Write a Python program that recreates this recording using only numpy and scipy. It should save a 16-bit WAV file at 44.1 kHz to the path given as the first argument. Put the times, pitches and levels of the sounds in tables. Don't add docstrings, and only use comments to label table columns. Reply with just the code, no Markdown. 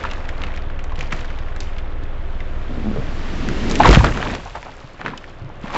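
import sys
import numpy as np
from scipy import signal
from scipy.fft import rfft, irfft, next_fast_len
from scipy.io import wavfile

SR = 44100
rng = np.random.default_rng(int(sys.argv[2]) if len(sys.argv) > 2 else 0)


def generate_wav(sig):
    pcm = np.round(np.clip(np.atleast_2d(sig).T, -1, 1) * 32767).astype(np.int16)
    wavfile.write(sys.argv[1], SR, pcm)


N = 254456


# (time [s], level [dB])
THROB_LEVEL = [(0, -22.5), (3.4, -22), (3.85, -19.5), (4.15, -33), (4.45, -45), (5.0, -41.5), (5.77, -33)]
# (frequency [Hz], level [dB])
EXHAUST_SPECTRUM = [(8, -18), (19, 4.5), (38, -11.5), (57, -6.5), (76, -12), (100, -22.5), (150, -34),
                    (250, -34), (600, -82)]
# (frequency [Hz], level [dB per Hz])
RUMBLE_SPECTRUM = [(10, -16.5), (25, 2.5), (50, 3.5), (90, 2.5), (140, -12), (250, -20.5), (500, -67.5)]
# (time [s], level [dB])
CLATTER_LEVEL = [(0, -38.5), (1.7, -38.5), (3.8, -36.5), (4.45, -50), (5.77, -38.5)]
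# (frequency [Hz], level [dB per Hz])
CLATTER_SPECTRUM = [(15, -42.5), (50, -30.5), (130, -26), (205, -35), (310, -29), (450, -33.5),
                    (660, -32.5), (850, -39.5), (1250, -38.5), (2000, -44.5), (3500, -52), (5000, -74),
                    (7600, -82.5)]
FIRING_HZ = 19.0

# (frequency [Hz], level [dB per Hz])
WOOD_SPECTRUM = [(200, -18), (500, 11.5), (850, 5.5), (1300, -3.5), (2000, -4), (2800, -8), (4000, -14),
                 (7500, -29)]
# (frequency [Hz], level [dB per Hz])
TWIG_SPECTRUM = [(1000, -11.5), (2500, 2), (3500, -1), (5000, -5), (7500, -14.5)]
# (time [s], woody crackle level before trim [dB], fine twig level [dB])
TICKING_LEVELS = [(0, -32, -46.5), (.75, -41, -69), (1.4, -39.5, -55), (2.2, -44.5, -77), (3.3, -37, -65.5),
                  (4.45, -41, -46.5), (4.85, -44, -52), (5.45, -50.5, -59.5)]
# (start [s], rise [s], hold [s], decay t60 [s], woody crackle [dB], fine twigs [dB], whoosh [dB])
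SPLINTER_BURSTS = [(.005, 0.019, 0.039, 1.8, -43, -54, -40.5), (0.353, 0.043, 0.062, 0.46, -37, -60, -41.5),
                   (0.969, 0.016, 0.027, .5, -35, -45, -42), (1.114, 0.0054, 0.022, 0.76, -34, -41, -38.5),
                   (1.605, .003, .01, 0.41, -41, -44, -56), (3.685, 0.017, .02, .2, -27.5, -36.5, -29),
                   (3.795, .005, .02, 0.23, -19.5, -41, -17), (3.843, .008, 0.024, .25, -12.5, -27, -18.5),
                   (3.88, 0.0086, 0.025, 0.43, -16, -25, -13.5),
                   (3.92, 0.011, 0.02, 0.23, -14.5, -22.5, -21),
                   (4.03, 0.0091, 0.015, 0.36, -17, -39, -17.5),
                   (4.107, 0.063, 0.17, 0.34, -26.5, -40, -29.5),
                   (4.548, .004, 0.017, 0.13, -35.5, -49, -45.5), (4.632, .02, 0.052, .5, -51, -60.5, -47),
                   (4.992, .004, 0.018, 0.17, -34, -56, -37.5),
                   (5.031, 0.025, 0.013, 0.38, -29, -64, -28.5),
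                   (5.268, 0.0087, 0.016, 0.26, -42.5, -57, -45),
                   (5.598, 0.064, 0.021, 0.45, -35, -46, -40), (5.701, 0.096, .02, .3, -23, -31.5, -26.5)]
# (multiple of the centre frequency [ratio], level [dB per Hz])
WHOOSH_SHAPE = [(.15, -34.5), (.5, -3), (.8, -1), (1, -1), (1.3, -3.5), (1.8, -8), (3, -31.5), (8, -55.5)]
BOUGH_HZ = 239.4

# (time [s], ring peak [dB], ring pitch [Hz], bright edge peak before trim [dB], tearing [0-1])
CRACK_EVENTS = [(.038, -19, 1400, -30, 0.4), (.051, -12, 1110, -44, 0.2), (.114, -25, 2600, -32, .03),
                (.135, -26, 2400, -27.5, 0.2), (.291, -16, 1920, -22, 0.1), (.419, -16.5, 2640, -26, 0.06),
                (.437, -13.5, 2200, -36, 0.24), (.468, -22, 2480, -34, .1), (.564, -36, 1860, -27, 0.08),
                (.841, -30.5, 1910, -30, 0.26), (.921, -22, 1010, -38, 0.16), (.992, -26, 2390, -30, 0.3),
                (1.009, -12, 2260, -16, .1), (1.122, -16.5, 1250, -27, 0.46),
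                (1.126, -11.5, 1890, -21, 0.2), (1.246, -21.5, 1410, -36.5, 0.5),
                (1.563, -24, 1510, -29, 0.25), (1.605, -24, 2920, -13.5, 0.17),
                (1.784, -24, 3020, -38, 0.08), (2.036, -34.5, 3300, -44, 0.26),
                (2.404, -30, 2020, -46, .35), (3.488, -12, 1730, -14.5, 0.08),
                (3.698, -31, 1830, -19, 0.44), (3.712, -19, 1320, -14.5, .6),
                (3.755, -13, 2120, -10.5, 0.23), (3.792, -28, 1840, -15, 0.14),
                (3.834, -2.5, 1670, -29, 0.34), (3.856, 0.5, 1090, -17, 0.36),
                (3.874, -8.5, 1110, -17, 0.4), (3.93, 1.5, 1230, -7, .03), (3.949, 3.5, 2250, -23, 0.02),
                (3.958, -3.5, 1340, -31, 0.3), (4.045, -4, 1400, -13.5, .2), (4.174, -14, 1300, -30, 0.15),
                (4.228, -8, 1630, -26, 0), (4.35, -21, 2520, -22.5, 0.6), (4.555, -21.5, 1700, -33, 0.41),
                (4.629, -20.5, 1990, -25.5, 0.02), (5.015, -15.5, 1500, -28, 0.02),
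                (5.062, -8.5, 1550, -27, 0.12), (5.081, -14.5, 1430, -33, 0.14),
                (5.176, -25.5, 2960, -23, 0.23), (5.242, -23.5, 1920, -34, 0.11),
                (5.681, -21.5, 1530, -40, 0.2), (5.705, -25, 2400, -29, 0.1), (5.746, -18, 2300, -24.5, .3),
                (5.763, -16, 1100, -28, 0)]
SNAPS_PER_S, SNAPS_UNTIL_S = 9, 1.9
SNAP_DB, SNAP_FADE_DB_PER_S = -21.5, 5.5
SNAP_HZ, SNAP_EDGE_DB = 2060, -20

# (time [s], peak before trim [dB], ring pitch [Hz])
KNOCK_EVENTS = [(.04, -20.5, 1330), (.921, -28.5, 690), (1.123, -24, 1148), (2.405, -30, 2080),
                (3.801, -7, 884), (3.804, 3, 837), (3.848, -4.5, 1084), (3.856, -5.5, 970),
                (3.893, -3, 460), (4.008, -12, 935), (4.259, -22, 876), (4.335, -19, 710),
                (4.461, -28, 820), (4.554, -19, 874), (4.632, -32, 974), (4.693, -32, 886),
                (5.136, -23, 990), (5.177, -28.5, 2960), (5.501, -30.5, 810), (5.648, -31, 710),
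                (5.705, -25, 1080), (5.753, -18, 846)]
# (multiple of ring pitch [ratio], level [dB], decay t60 [s])
LIMB_MODES = [(0.862, -14.5, 0.085), (0.998, 6.5, 0.023), (1.203, -4.5, 0.025), (1.7, -6.5, 0.017),
              (2.5, -10.5, 0.0069)]

# (frequency [Hz], decay t60 [s])
FOREST_DECAY = [(150, 0.27), (1200, 0.52), (7000, 0.75)]

# (time [s], level [dB], pitch [Hz], decay t60 [s])
THUD_EVENTS = [(0.984, -25.5, 140, 0.29), (1.129, -19.5, 152, 0.061), (2.028, -26.5, 298, .044),
               (2.984, -14.5, 130, 0.11), (3.862, -6, 55, 0.088), (3.877, -18, 42, 0.22),
               (3.894, -2, 47.3, 0.31), (3.971, 18.5, 147, 0.02), (3.974, -1.5, 56.4, 0.25),
               (3.997, -3.5, 108, 0.14), (4.049, -14.5, 73, .32), (4.845, -24.5, 125, .049),
               (5.416, -25, 103.6, 0.28), (5.441, -25, 133, 0.16), (5.641, -14, 208, 0.028)]
# (frequency [Hz], level [dB per Hz])
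SOIL_SPECTRUM = [(12, -16), (30, 6.5), (70, -3), (130, -3.5), (250, -32.5), (500, -40)]
SHAKE_DB, SHAKE_RISE_S, SHAKE_T60 = -19.5, 0.12, 0.29
ROLL_DB, ROLL_T60 = -15.5, 1.64

# (frequency [Hz], level [dB per Hz])
HISS_SPECTRUM = [(300, -5), (600, 1.5), (1100, -3.5), (2000, -2.5), (3200, -6.5), (5000, -12), (7500, -20)]
LANDING_S = 3.79
SPEEDUP_DB_PER_S, BRAKE_DB_PER_S = 16.5, 70
AIR_DB, WHOOSH_DB = -30, -22
WHOOSH_GROWS = 1.18
WHOOSH_HZ, WHOOSH_RISES = 243, .2

# (frequency before the groan's pitch factor [Hz], Q [ratio], level [dB])
TRUNK_MODES = [(135, 3.9, 2), (215.6, 8.5, 9.5), (277, 7.2, -5), (500, 4.9, -22)]
# (start [s], length [s], level [dB], pitch over the trunk's modes [ratio])
GROAN_SPURTS = [(2.678, 0.041, -31.5, 1.1), (2.765, .04, -27.5, 1.05), (2.832, 0.073, -25, 0.95),
                (2.937, 0.035, -27, 2.02), (2.94, 0.054, -35, 0.98), (3.417, 0.083, -29, 1.04)]
GROAN_RISE_S, GROAN_T60 = 0.019, 0.25

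# (start [s], rise [s], hold [s], level [dB], ring pitch [Hz])
SCRAPE_EVENTS = [(4.447, .012, 0.014, -36.5, 800), (4.552, .008, 0.013, -33, 800),
                 (4.647, 0.013, 0.023, -35.5, 820), (5.677, 0.057, .03, -33, 1000),
                 (5.733, .02, .02, -22.5, 875)]
SCRAPE_T60 = 0.075

TOP_HZ = 7700


def amp(db):
    return 10 ** (np.asarray(db) / 20)


def unit(x):
    return x / np.sqrt(np.mean(x ** 2) + 1e-20)


def along(points, hz):
    f, v = np.transpose(points)
    return np.interp(np.log(hz + 1), np.log(f + 1), v)


def curves(rows):
    s, *cols = np.transpose(rows)
    return [np.interp(np.arange(N) / SR, s, c) for c in cols]


def add(track, s, sound):
    part = track[max(round(s * SR), 0):][:len(sound)]
    part += sound[:len(part)]


def swell(start, rise, hold, t60):
    t = np.arange(N) / SR - start
    opening = np.clip(t / max(rise, 1 / SR), 0, 1)
    return opening * amp(-60 * np.maximum(t - rise - hold, 0) / t60)


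def coloured(x, spectrum):
    m = 2 * next_fast_len(N // 2 + SR // 4)
    cepstrum = irfft(np.log(amp(along(spectrum, np.fft.rfftfreq(m, 1 / SR))) + 1e-6))
    cepstrum[1:m // 2] *= 2
    cepstrum[m // 2 + 1:] = 0
    response = np.exp(rfft(cepstrum))
    return unit(irfft(rfft(x, m) * response)[:N])


def resonance(x, hz, q):
    y = signal.lfilter(*signal.iirpeak(min(hz, SR / 4), max(q, .7), SR), x)
    return y / np.abs(y).max()


def lowpass(x, hz):
    return signal.sosfilt(signal.butter(2, hz, fs=SR, output='sos'), x)


def motor(jitter_s=0.00079, scatter_db=0.5, repeating=0.79, rumble_db=-13):
    count = int(N / SR * FIRING_HZ)
    chance = rng.standard_normal((count, 2))
    times = (np.arange(count) + .7) / FIRING_HZ + jitter_s * chance[:, 0]
    places = np.clip(times * SR, 0, N - 1).astype(int)
    puffs = np.bincount(places, amp(scatter_db * chance[:, 1]), N)
    exhaust = coloured(puffs - puffs.mean(), EXHAUST_SPECTRUM)
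    rumble = amp(rumble_db) * coloured(rng.standard_normal(N), RUMBLE_SPECTRUM)
    throb = amp(curves(THROB_LEVEL)[0]) * (exhaust + rumble)
    turn = np.resize(rng.standard_normal(round(SR / FIRING_HZ)), N)
    clatter = coloured(rng.standard_normal(N) + repeating * turn, CLATTER_SPECTRUM)
    return throb + amp(curves(CLATTER_LEVEL)[0]) * clatter


def crackle(rate, hz, pitch_spread, spread_db, cycles):
    chance = rng.random((int(rate * N / SR), 4))
    t = np.arange(SR // 150) / SR
    octaves = pitch_spread * (chance[:, :1] + chance[:, 1:2] - 1)
    pitch = np.minimum(hz * 2 ** octaves, SR / 4)
    size = amp(spread_db * np.minimum(-np.log(1 - chance[:, 2:3]), 3.5))
    waves = size * np.sin(2 * np.pi * pitch * t) * np.exp(-pitch * t / cycles)
    where = (chance[:, 3:] * N).astype(int) + np.arange(len(t))
    return unit(np.bincount(where.ravel(), waves.ravel(), N)[:N])


def burst_gains():
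    rows = np.array(SPLINTER_BURSTS)
    shapes = np.array([swell(*row[:4]) for row in rows])
    return np.sqrt(amp(rows[:, 4:]).T ** 2 @ shapes ** 2)


def splinters(rustle=0.74, fizz=1.0, wood_trim_db=-2.0):
    wood_gain, twig_gain, whoosh_gain = burst_gains()
    wood_ticks, twig_ticks = amp(curves(TICKING_LEVELS))
    wood = rustle * coloured(rng.standard_normal(N), WOOD_SPECTRUM)
    wood += crackle(rate=700, hz=1643, pitch_spread=1.52, spread_db=2.5, cycles=2.45)
    twigs = fizz * coloured(rng.standard_normal(N), TWIG_SPECTRUM)
    twigs += crackle(rate=380, hz=4200, pitch_spread=2.0, spread_db=5.5, cycles=0.91)
    whoosh = coloured(rng.standard_normal(N), [(BOUGH_HZ * k, db) for k, db in WHOOSH_SHAPE])
    woody = amp(wood_trim_db) * np.hypot(wood_gain, wood_ticks) * unit(wood)
    return woody + np.hypot(twig_gain, twig_ticks) * unit(twigs) + whoosh_gain * whoosh


def lesser_snaps(scatter_db=3, octaves=0.38, tearing=0.29):
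    chance = rng.uniform(-1, 1, (int(SNAPS_PER_S * SNAPS_UNTIL_S), 3))
    for k, (when, size, pitch) in enumerate(chance):
        s = (k + (1 + when) / 2) / SNAPS_PER_S
        db = SNAP_DB - SNAP_FADE_DB_PER_S * s + scatter_db * size
        yield s, db, SNAP_HZ * 2 ** (octaves * pitch), db + SNAP_EDGE_DB, tearing


def cracks(q=2.38, tear_t60=0.034, edge_t60=0.024, edge_hz=4800, edge_q=1.44, edge_trim_db=0.5):
    track, t = np.zeros(N), np.arange(SR // 10) / SR
    for s, db, hz, edge_db, tearing in [*CRACK_EVENTS, *lesser_snaps()]:
        fibres = tearing * rng.standard_normal((2, len(t))) * (rng.random((2, len(t))) < .4)
        fibres[:, 0] = 1
        ring = lowpass(resonance(fibres[0] * amp(-60 * t / tear_t60), hz, q), min(2 * hz, SR / 3))
        edge = resonance(fibres[1] * amp(-60 * t / edge_t60), edge_hz, edge_q)
        add(track, s, amp(db) * ring / np.abs(ring).max() + amp(edge_db + edge_trim_db) * edge)
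    return track


def knocks(scatter_db=1.5, detune=0.016, attack_s=0.001243, trim_db=2.0):
    track, t = np.zeros(N), np.arange(SR // 8) / SR
    for s, db, hz in KNOCK_EVENTS:
        ring = np.zeros(len(t))
        chance = rng.standard_normal((len(LIMB_MODES), 2))
        for (ratio, level, t60), (louder, sharper) in zip(LIMB_MODES, chance):
            pitch = hz * ratio * (1 + detune * sharper)
            ring += amp(level + scatter_db * louder - 60 * t / t60) * np.sin(2 * np.pi * pitch * t)
        ring *= 1 - np.exp(-t / attack_s)
        add(track, s - attack_s, amp(db + trim_db) * ring / np.abs(ring).max())
    return track


def forest(x):
    wet, hop = np.zeros(N), SR // 5
    for start in range(0, N, hop):
        hz, t, z = signal.stft(rng.standard_normal(SR // 2), SR, nperseg=256)
        decay = amp(-60 * t / along(FOREST_DECAY, hz)[:, None])
        tail = signal.istft(z * decay, SR, nperseg=256)[1]
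        scattered = signal.fftconvolve(x[start:start + hop], tail / np.linalg.norm(tail))
        add(wet, start / SR + .006, scattered)
    return wet


def ground(attack_s=0.00055):
    track, t = np.zeros(N), np.arange(SR // 2) / SR
    for s, db, hz, t60 in THUD_EVENTS:
        add(track, s, amp(db - 60 * t / t60) * np.sin(2 * np.pi * hz * t) * (1 - np.exp(-t / attack_s)))
    shake = amp(SHAKE_DB) * swell(LANDING_S, SHAKE_RISE_S, 0, SHAKE_T60)
    roll = amp(ROLL_DB) * swell(LANDING_S, SHAKE_RISE_S, 0, ROLL_T60)
    return track + (shake + roll) * coloured(rng.standard_normal(N), SOIL_SPECTRUM)


def crown():
    since = np.arange(N) / SR - LANDING_S
    speed_db = np.minimum(SPEEDUP_DB_PER_S * since, -BRAKE_DB_PER_S * since)
    hz, t, z = signal.stft(rng.standard_normal(N), SR, nperseg=2048)
    frame_speed_db = np.interp(t - LANDING_S, since, speed_db)
    centre = np.maximum(WHOOSH_HZ * amp(WHOOSH_RISES * frame_speed_db), 20)
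    multiple, shape_db = np.transpose(WHOOSH_SHAPE)
    band_db = np.interp(np.log((hz[:, None] + 1) / centre), np.log(multiple), shape_db)
    band = amp(band_db) / np.sqrt(centre)
    whoosh = unit(signal.istft(z * band, SR, nperseg=2048)[1][:N])
    hiss = coloured(rng.standard_normal(N), HISS_SPECTRUM)
    return amp(WHOOSH_DB + WHOOSH_GROWS * speed_db) * whoosh + amp(AIR_DB + speed_db) * hiss


def groan(slips_per_s=95, unevenness=.45, scatter_db=2, dull_hz=600):
    chance = rng.standard_normal((int(2 * slips_per_s * N / SR), 2))
    times = np.cumsum(np.exp(unevenness * chance[:, 0])) / slips_per_s
    slips = np.bincount((times * SR).astype(int), amp(scatter_db * chance[:, 1]), N)[:N]
    slips = lowpass(slips, dull_hz)
    track = np.zeros(N)
    for s, length, db, pitch in GROAN_SPURTS:
        body = sum(amp(level) * unit(resonance(slips, hz * pitch, q)) for hz, q, level in TRUNK_MODES)
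        track += amp(db) * swell(s, GROAN_RISE_S, length - GROAN_RISE_S, GROAN_T60) * unit(body)
    return track


def scrapes(catches_per_s=900, q=2.7, dull_hz=2200):
    track = np.zeros(N)
    for s, rise, hold, db, hz in SCRAPE_EVENTS:
        catches = rng.standard_normal(N) * (rng.random(N) < catches_per_s / SR)
        ring = lowpass(resonance(catches, hz, q), min(dull_hz, SR / 3))
        track += amp(db) * swell(s, rise, hold, SCRAPE_T60) * unit(ring)
    return track


def scene():
    timber = cracks() + knocks() + scrapes()
    scattered = amp(-12.5) * forest(timber)
    mix = motor() + splinters() + timber + scattered + ground() + crown() + groan()
    return mix[None]


def record(dry):
    clipped = dry / (1 + np.abs(dry / .87) ** 6) ** (1 / 6)
    m = next_fast_len(N + SR // 2)
    hz = np.fft.rfftfreq(m, 1 / SR)
    band_limit = 1 / np.sqrt(1 + (hz / TOP_HZ) ** 160)
    return irfft(rfft(clipped, m) * band_limit, m)[..., :N]


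dry = scene()
out = record(dry)
generate_wav(out)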